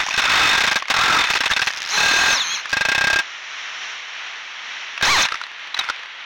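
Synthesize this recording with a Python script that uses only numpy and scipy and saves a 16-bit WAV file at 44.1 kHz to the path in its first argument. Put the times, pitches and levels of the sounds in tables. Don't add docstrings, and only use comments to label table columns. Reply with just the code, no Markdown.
import sys
import numpy as np
from scipy import signal
from scipy.fft import rfft, irfft, next_fast_len
from scipy.io import wavfile
from scipy.ndimage import map_coordinates

SR = 44100
rng = np.random.default_rng(int(sys.argv[2]) if len(sys.argv) > 2 else 0)


def log_audio(samples):
    frames = np.atleast_2d(samples).T
    limited = np.clip(frames, -1, 1)
    pcm = np.round(limited * 32767).astype(np.int16)
    wavfile.write(sys.argv[1], SR, pcm)


N = 275625

# pitch_hz, level_db
BARK_TONE = [(100, -48), (400, -27.5), (800, -4.5), (1300, -2.5), (2000, -0.5), (2350, -4), (2600, -4.5),
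             (3100, -8.5), (3650, -3), (4600, -15.5), (6200, -17.5), (8000, -21.5), (11000, -20.5),
             (16000, -38)]


def amp(db):
    return 10 ** (np.asarray(db) / 20)


def unit(x):
    return x / np.sqrt(np.mean(x ** 2) + 1e-20)


def gain(points, hz):
    pitch_hz, level_db = np.transpose(points)
    return amp(np.interp(np.log(hz + 1), np.log(pitch_hz + 1), level_db))


def curves(rows):
    time_s, *columns = np.transpose(rows)
    return [np.interp(np.arange(N) / SR, time_s, column) for column in columns]


def wobble(rate):
    return map_coordinates(rng.standard_normal(int(N * rate / SR) + 4), [np.arange(N) * rate / SR])


def filtered(x, response):
    size = next_fast_len(N + SR // 2)
    return irfft(rfft(x, size) * response(np.fft.rfftfreq(size, 1 / SR)), size)[:N]


def coloured(x, points):
    return unit(filtered(x, lambda hz: gain(points, hz)))


def add(track, start_s, sound):
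    start = max(round(start_s * SR), 0)
    track[start:start + len(sound)] += sound[:N - start]


def contacts(rows, rise_s=0.016, fall_s=0.11):
    t, loudness = np.arange(N) / SR, np.zeros(N)
    for start, peak, end, peak_db, swell_db in rows:
        outside = np.maximum(start - t, 0) / rise_s + np.maximum(t - end, 0) / fall_s
        below_peak_db = swell_db * np.interp(t, [start, peak, end], [1, 0, 1])
        loudness += amp(peak_db - below_peak_db - 60 * outside)
    return loudness


def wind(flutter_db=1.0, sizzle_db=-44, sizzle_growth=3.25, usual_db=-31):
    # time_s, level_db
    strength = [(0, -28.5), (.83, -33), (2.65, -30.5), (3.55, -30.5), (3.85, -30), (4.2, -31.5),
                (4.95, -31), (5.55, -33), (6.25, -33.5)]
    # pitch_hz, level_db
    hiss_tone = [(30, -26), (100, -30), (200, -25), (300, -21), (500, -16.5), (800, -8), (1200, -3.5),
                 (1900, 1), (3100, -2), (3900, -7), (4800, -17.5), (6300, -41), (8000, -36), (15500, -56)]
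    # pitch_hz, level_db
    sizzle_tone = [(3000, -66), (4600, -15), (5700, 0.5), (6400, -5), (7200, -12), (8100, -35),
                   (10800, -20), (12000, -30), (15500, -36)]
    hiss_db, = curves(strength)
    hiss = amp(hiss_db) * coloured(rng.standard_normal(N), hiss_tone)
    sizzle = coloured(rng.standard_normal(N), sizzle_tone)
    sizzle *= amp(sizzle_db + sizzle_growth * (hiss_db - usual_db))
    return amp(flutter_db * wobble(9.2)) * (hiss + sizzle)


def settling_twigs(middle_hz=1994, spread_octaves=0.356, scatter_db=1):
    # start_s, end_s, taps_per_s, level_db
    spells = [(1.721, 1.88, 20, -24), (5.435, 5.72, 14, -24), (5.76, 5.88, 45, -21),
              (5.954, 6.08, 29.4, -25)]
    rows = []
    for start, end, rate, level_db in spells:
        for time_s in np.arange(start, end, 1 / rate):
            size, pitch = rng.standard_normal(2)
            late_s = rng.random() / rate / 2
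            pitch_hz = middle_hz * 2 ** (spread_octaves * pitch)
            rows.append((time_s + late_s, level_db + scatter_db * size, pitch_hz))
    return rows


def twig_taps(snap_db=2, wood_db=6, snap_fade_s=0.016, wood_fade_s=0.017, stretch=0.032, rise_s=0.0012):
    # start_s, level_db, pitch_hz
    clear_taps = [(0.065, -16, 820), (0.085, -13, 1060), (0.108, -11, 2540), (.127, -15, 2630),
                  (.801, -21, 2620), (.823, -12.5, 1062), (.855, -21, 2180), (.882, -14.5, 2180),
                  (1.286, -14, 1630), (1.335, -5.5, 2530), (1.501, -9, 1680), (1.534, -8, 3630),
                  (1.594, -5, 1624), (1.704, -15, 1790), (2.656, -14.5, 1720), (4.977, -15.5, 2560),
                  (5.011, -11.5, 1636), (5.286, -13.5, 1650), (5.321, -10, 1350), (5.342, -12.5, 1360),
                  (5.355, -17.5, 1940), (5.414, -16.5, 1410), (5.437, -19, 4020), (5.744, -11, 3910),
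                  (5.774, -17, 1710), (5.79, -2, 3810), (5.842, -19.5, 1330), (5.888, -13.5, 1340),
                  (5.898, -6.5, 1466)]
    t = np.arange(SR // 10) / SR
    onset = 1 - np.exp(-t / rise_s)
    snaps, notes = np.zeros(N), np.zeros(N)
    for start_s, level_db, pitch_hz in clear_taps + settling_twigs():
        fall_db = -60 * t / np.exp(stretch * (level_db + 16.5))
        add(snaps, start_s, amp(level_db + fall_db / snap_fade_s) * onset)
        drift = np.cumsum(rng.normal(0, 0.059, len(t)))
        note = np.sin(2 * np.pi * pitch_hz * t + drift)
        add(notes, start_s, amp(level_db + fall_db / wood_fade_s) * onset * note)
    snap_tone = [(100, -51), (900, 4.5), (2000, 4.5), (6000, -6), (8000, -20), (11000, -11), (16000, -38)
                 ]
    crack = coloured(rng.standard_normal(N), snap_tone)
    return amp(snap_db) * snaps * crack + amp(wood_db) * notes


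def stalled_motor(ticks_per_s=85, uneven_db=3.5, scatter_db=3, fade_s=0.017):
    # start_s, peak_s, end_s, peak_db, swell_db
    twitches = [(0, .7, 0.804, -21.5, 9.5), (.88, 1.25, 2.3, -28, 2), (1.8, 1.93, 2, -31, 24),
                (2.685, 2.7, 2.8, -23.5, 16)]
    steps = np.floor(np.cumsum(ticks_per_s * amp(uneven_db * wobble(60))) / SR)
    kicks = np.diff(steps, prepend=0) * amp(scatter_db * rng.standard_normal(N))
    tick_shape = amp(-60 * np.arange(SR // 20) / SR / fade_s)
    ticks = signal.fftconvolve(kicks, tick_shape)[:N]
    metal_tone = [(300, -42), (1500, -1), (4000, -4.5), (5500, -2), (6400, -0.5), (7800, -17),
                  (11000, -9.5), (16000, -25)]
    metal = coloured(rng.standard_normal(N), metal_tone)
    return contacts(twitches) * unit(ticks * metal)


def branch_rasp(wood_hz=1315, width_hz=140, lumps_db=3):
    # start_s, peak_s, end_s, peak_db, swell_db
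    rasps = [(.27, .4, 0.52, -16, 8.7), (.94, 1.15, 1.22, -12.5, 9.3)]
    rubbing = rng.standard_normal(N) * amp(lumps_db * wobble(100))
    wood = filtered(rubbing, lambda hz: hz * width_hz / (wood_hz ** 2 - hz ** 2 + 1j * hz * width_hz))
    return contacts(rasps) * unit(wood)


def frame_ring(t, tilt_db_per_octave, scatter_db=1.5):
    # pitch_hz, level_db, fade_s (time to fall 60 dB)
    notes = [(859, -3.5, 0.021), (1088, -15.5, 0.038), (1606.6, -1, 0.052), (2580, -3, 0.035),
             (3643, -9, 0.026), (4166, -16.5, 0.033), (5400, -21, 0.043), (6410, -21, 0.016)]
    main_hz = max(notes, key=lambda note: note[1])[0]
    ring = np.zeros(len(t))
    for pitch_hz, level_db, fade_s in notes:
        size, phase = rng.standard_normal(2)
        start_db = level_db + tilt_db_per_octave * np.log2(pitch_hz / main_hz) + scatter_db * size
        ring += amp(start_db - 60 * t / fade_s) * np.sin(2 * np.pi * pitch_hz * t + phase)
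    return ring


def grinding(slips_per_s=700, scatter_db=5, lumps_db=1.5, frame_gain=0.63, rub_gain=0.82):
    # start_s, peak_s, end_s, peak_db, swell_db
    rubs = [(0, .005, 0.041, -14, 17), (.11, .43, 0.776, -12, 16), (.89, 1.19, 1.294, -14, 10),
            (1.26, 1.32, 2.14, -30.5, 11), (1.92, 2.27, 2.43, -18.5, 8.5), (2.69, 3.18, 3.21, -34.5, -1.5),
            (5.025, 5.06, 5.1, -14.5, 3), (5.17, 5.19, 5.24, -6.5, 8.5), (5.265, 5.32, 5.46, -32, 9),
            (5.745, 5.805, 5.94, -26.5, 13.5)]
    slips = (rng.random(N) < slips_per_s / SR) * rng.standard_normal(N)
    slips *= amp(scatter_db * rng.standard_normal(N))
    scrape = coloured(unit(slips) + rub_gain * rng.standard_normal(N), BARK_TONE)
    ring = frame_ring(np.arange(SR // 10) / SR, tilt_db_per_octave=16)
    frame = unit(signal.fftconvolve(scrape, ring)[:N])
    return contacts(rubs) * unit((scrape + frame_gain * frame) * amp(lumps_db * wobble(130)))


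def free_motors(cruise_hz=300, flutter=0.0021, rough_db=2, fade_in_share=0.14, fade_out_s=0.012):
    # time_s, blade_rate_hz, whine_db
    runs = [
        [(1.86, 149.5, -20), (1.93, 419, -18.5), (2.05, 424.6, -36), (2.14, 331.5, -25), (2.25, 376, -25),
         (2.34, 341, -18), (2.415, 195.4, -18), (2.445, 176.5, -29), (2.48, 172.9, -27), (2.545, 188, -19.5),
         (2.62, 62, -40)],
        [(5.035, 130, -12), (5.06, 399, -6), (5.072, 741.7, -27), (5.092, 1064, -24), (5.116, 1189, -24),
         (5.142, 1073, -19), (5.18, 746.5, -28), (5.222, 380, -8), (5.245, 216.3, -21), (5.275, 78.4, -33)],
    ]
    # times_blade_rate, level_db
    blade_tones = [(1, 4.5), (2, 3.5), (3, -3), (4, -9.5)]
    # times_blade_rate, level_db
    magnet_tones = [(14, -6), (18, -0.5), (36, -4)]
    # pitch_hz, level_db
    mic_opening = [(60, -17), (350, -19), (800, -6), (1200, -5.5), (6500, 3.5), (7500, 5), (9000, -9),
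                   (14000, -70)]
    # pitch_hz, level_db
    motor_shell = [(1500, 5), (2400, 1), (3050, -10), (3650, 6), (4700, -8), (6300, 6.5), (7100, -7.5),
                   (8200, -28)]
    # pitch_hz, level_db
    swish_tone = [(100, -42), (500, -28), (950, 1.5), (1600, 2), (3600, -5), (4150, 8), (4700, -15.5),
                  (6500, 3), (8000, -28), (11000, -5.5), (16000, -29)]
    t, out = np.arange(N) / SR, np.zeros(N)
    air = coloured(rng.standard_normal(N), swish_tone)
    for run in runs:
        start, end = run[0][0], run[-1][0]
        on = (t > start) & (t < end)
        rate_hz, whine_db = (curve[on] for curve in curves(run))
        octaves = np.log2(rate_hz / cruise_hz)
        hum_db = -29.5 + 13 * octaves
        swish_db = -19 + 7 * np.minimum(octaves, 1.17)
        fade_in = (t[on] - start) / (end - start) / fade_in_share
        fade = np.minimum(np.minimum(fade_in, (end - t[on]) / fade_out_s), 1)
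        phase = 2 * np.pi * np.cumsum(rate_hz * (1 + flutter * wobble(250)[on])) / SR
        for tones, db, shape in (blade_tones, hum_db, mic_opening), (magnet_tones, whine_db, motor_shell):
            loudness = fade * amp(db + rough_db * wobble(300)[on])
            for multiple, level_db in tones:
                hz = multiple * rate_hz
                strength = amp(level_db) * gain(shape, hz) * (hz < SR / 2)
                out[on] += loudness * strength * np.sin(multiple * phase + np.pi / 4)
        turn = (phase / (2 * np.pi) / 2) % 1
        bent_tip = 1.1 * np.exp(-turn / 0.19)
        pulsing = 1 + 0.24 * np.cos(phase) + bent_tip
        out[on] += fade * amp(swish_db) * air[on] * unit(pulsing)
    return out


def blow_list(knock_tilt_db_per_octave=7.5, scatter_db=1.5):
    # start_s, crunch_db, ring_db
    knocks = [(.001, -8, -18), (0.141, -12, -8.5), (.177, 6, 0), (.19, 7, -9), (.221, -7, -8),
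              (.239, -4, -6), (.253, 1, -5), (.901, 14.5, 5), (1.239, 1.5, -11), (1.271, -15, -14),
              (1.37, -11, -11), (1.436, -4, -21), (5.025, 13.5, 8.5), (5.053, -4, -9), (5.206, 6, 2),
              (5.252, -3, -13)]
    # first_s, last_s, blows_per_s, quickening (below 0 it slows),
    # crunch_db, ring_db, tilt_db_per_octave
    bouts = [(.297, 0.55, 51.6, -0.0038, 4, -1.5, 6.5), (0.577, 0.757, 27.9, -0.26, 7.5, 5, 2.9),
             (.94, 1.208, 45, .09, 1.5, -6, 5.9), (1.301, 1.671, 18.8, -0.021, 3.5, -3.5, 6.3),
             (1.976, 2.327, 40.2, .125, 2.5, 6.5, 3.8), (2.729, 2.851, 24.4, -0.046, -1, 4.5, 1.4),
             (2.886, 3.188, 33.2, 0.043, 2, 7, 1.4)]
    rows = [(*knock, knock_tilt_db_per_octave) for knock in knocks]
    for first, last, rate, quickening, crunch_db, ring_db, tilt in bouts:
        progress = np.linspace(0, 1, round((last - first) * rate) + 1)
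        for start_s in first + (last - first) * (progress + quickening * progress * (1 - progress)):
            extra_crunch_db, extra_ring_db = scatter_db * rng.standard_normal(2)
            rows.append((start_s, crunch_db + extra_crunch_db, ring_db + extra_ring_db, tilt))
    return rows


def blade_pressure(blows, boost_db=9.5, press_s=0.0055):
    t, press = np.arange(SR // 20) / SR, np.zeros(N)
    for start_s, *_ in blows:
        add(press, start_s, np.exp(-(t / press_s) ** 2 / 2))
    return amp(boost_db * np.minimum(press, 1))


def blade_strikes(blows, bark_db=-7, frame_db=-4, rise_s=0.0012, bite_s=0.0031, fade_s=0.046, spiky_db=3):
    t = np.arange(SR // 6) / SR
    onset = 1 - np.exp(-t / rise_s)
    fall_db = -60 * np.maximum(t - bite_s, 0) / fade_s
    bites, ring = np.zeros(N), np.zeros(N)
    for start_s, crunch_db, ring_db, tilt in blows:
        add(bites, start_s, onset * amp(crunch_db + fall_db))
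        add(ring, start_s, amp(ring_db) * frame_ring(t, tilt))
    bark = coloured(rng.standard_normal(N) * amp(spiky_db * wobble(900)), BARK_TONE)
    return amp(bark_db) * bites * bark + amp(frame_db) * ring


def scene():
    blows = blow_list()
    chopping = blade_strikes(blows)
    rubbing = blade_pressure(blows) * (grinding() + branch_rasp())
    mono = chopping + rubbing + twig_taps() + free_motors() + stalled_motor() + wind()
    return np.array([mono, mono])


def record(dry, ceiling=0.26, hardness=9, bias=0.0084, top_hz=15950):
    # pitch_hz, level_db
    recorder_tone = [(30, -3.5), (5500, -1), (8000, -9.5), (9800, -16.5), (10800, -15.5), (12200, -22),
                     (14000, -14), (15600, -7)]
    drive = dry[0] + bias
    clipped = drive / (1 + np.abs(drive / ceiling) ** hardness) ** (1 / hardness) - bias
    out = filtered(clipped, lambda hz: gain(recorder_tone, hz) * (hz < top_hz))
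    return np.array([out, out])


dry = scene()
out = record(dry)
log_audio(out)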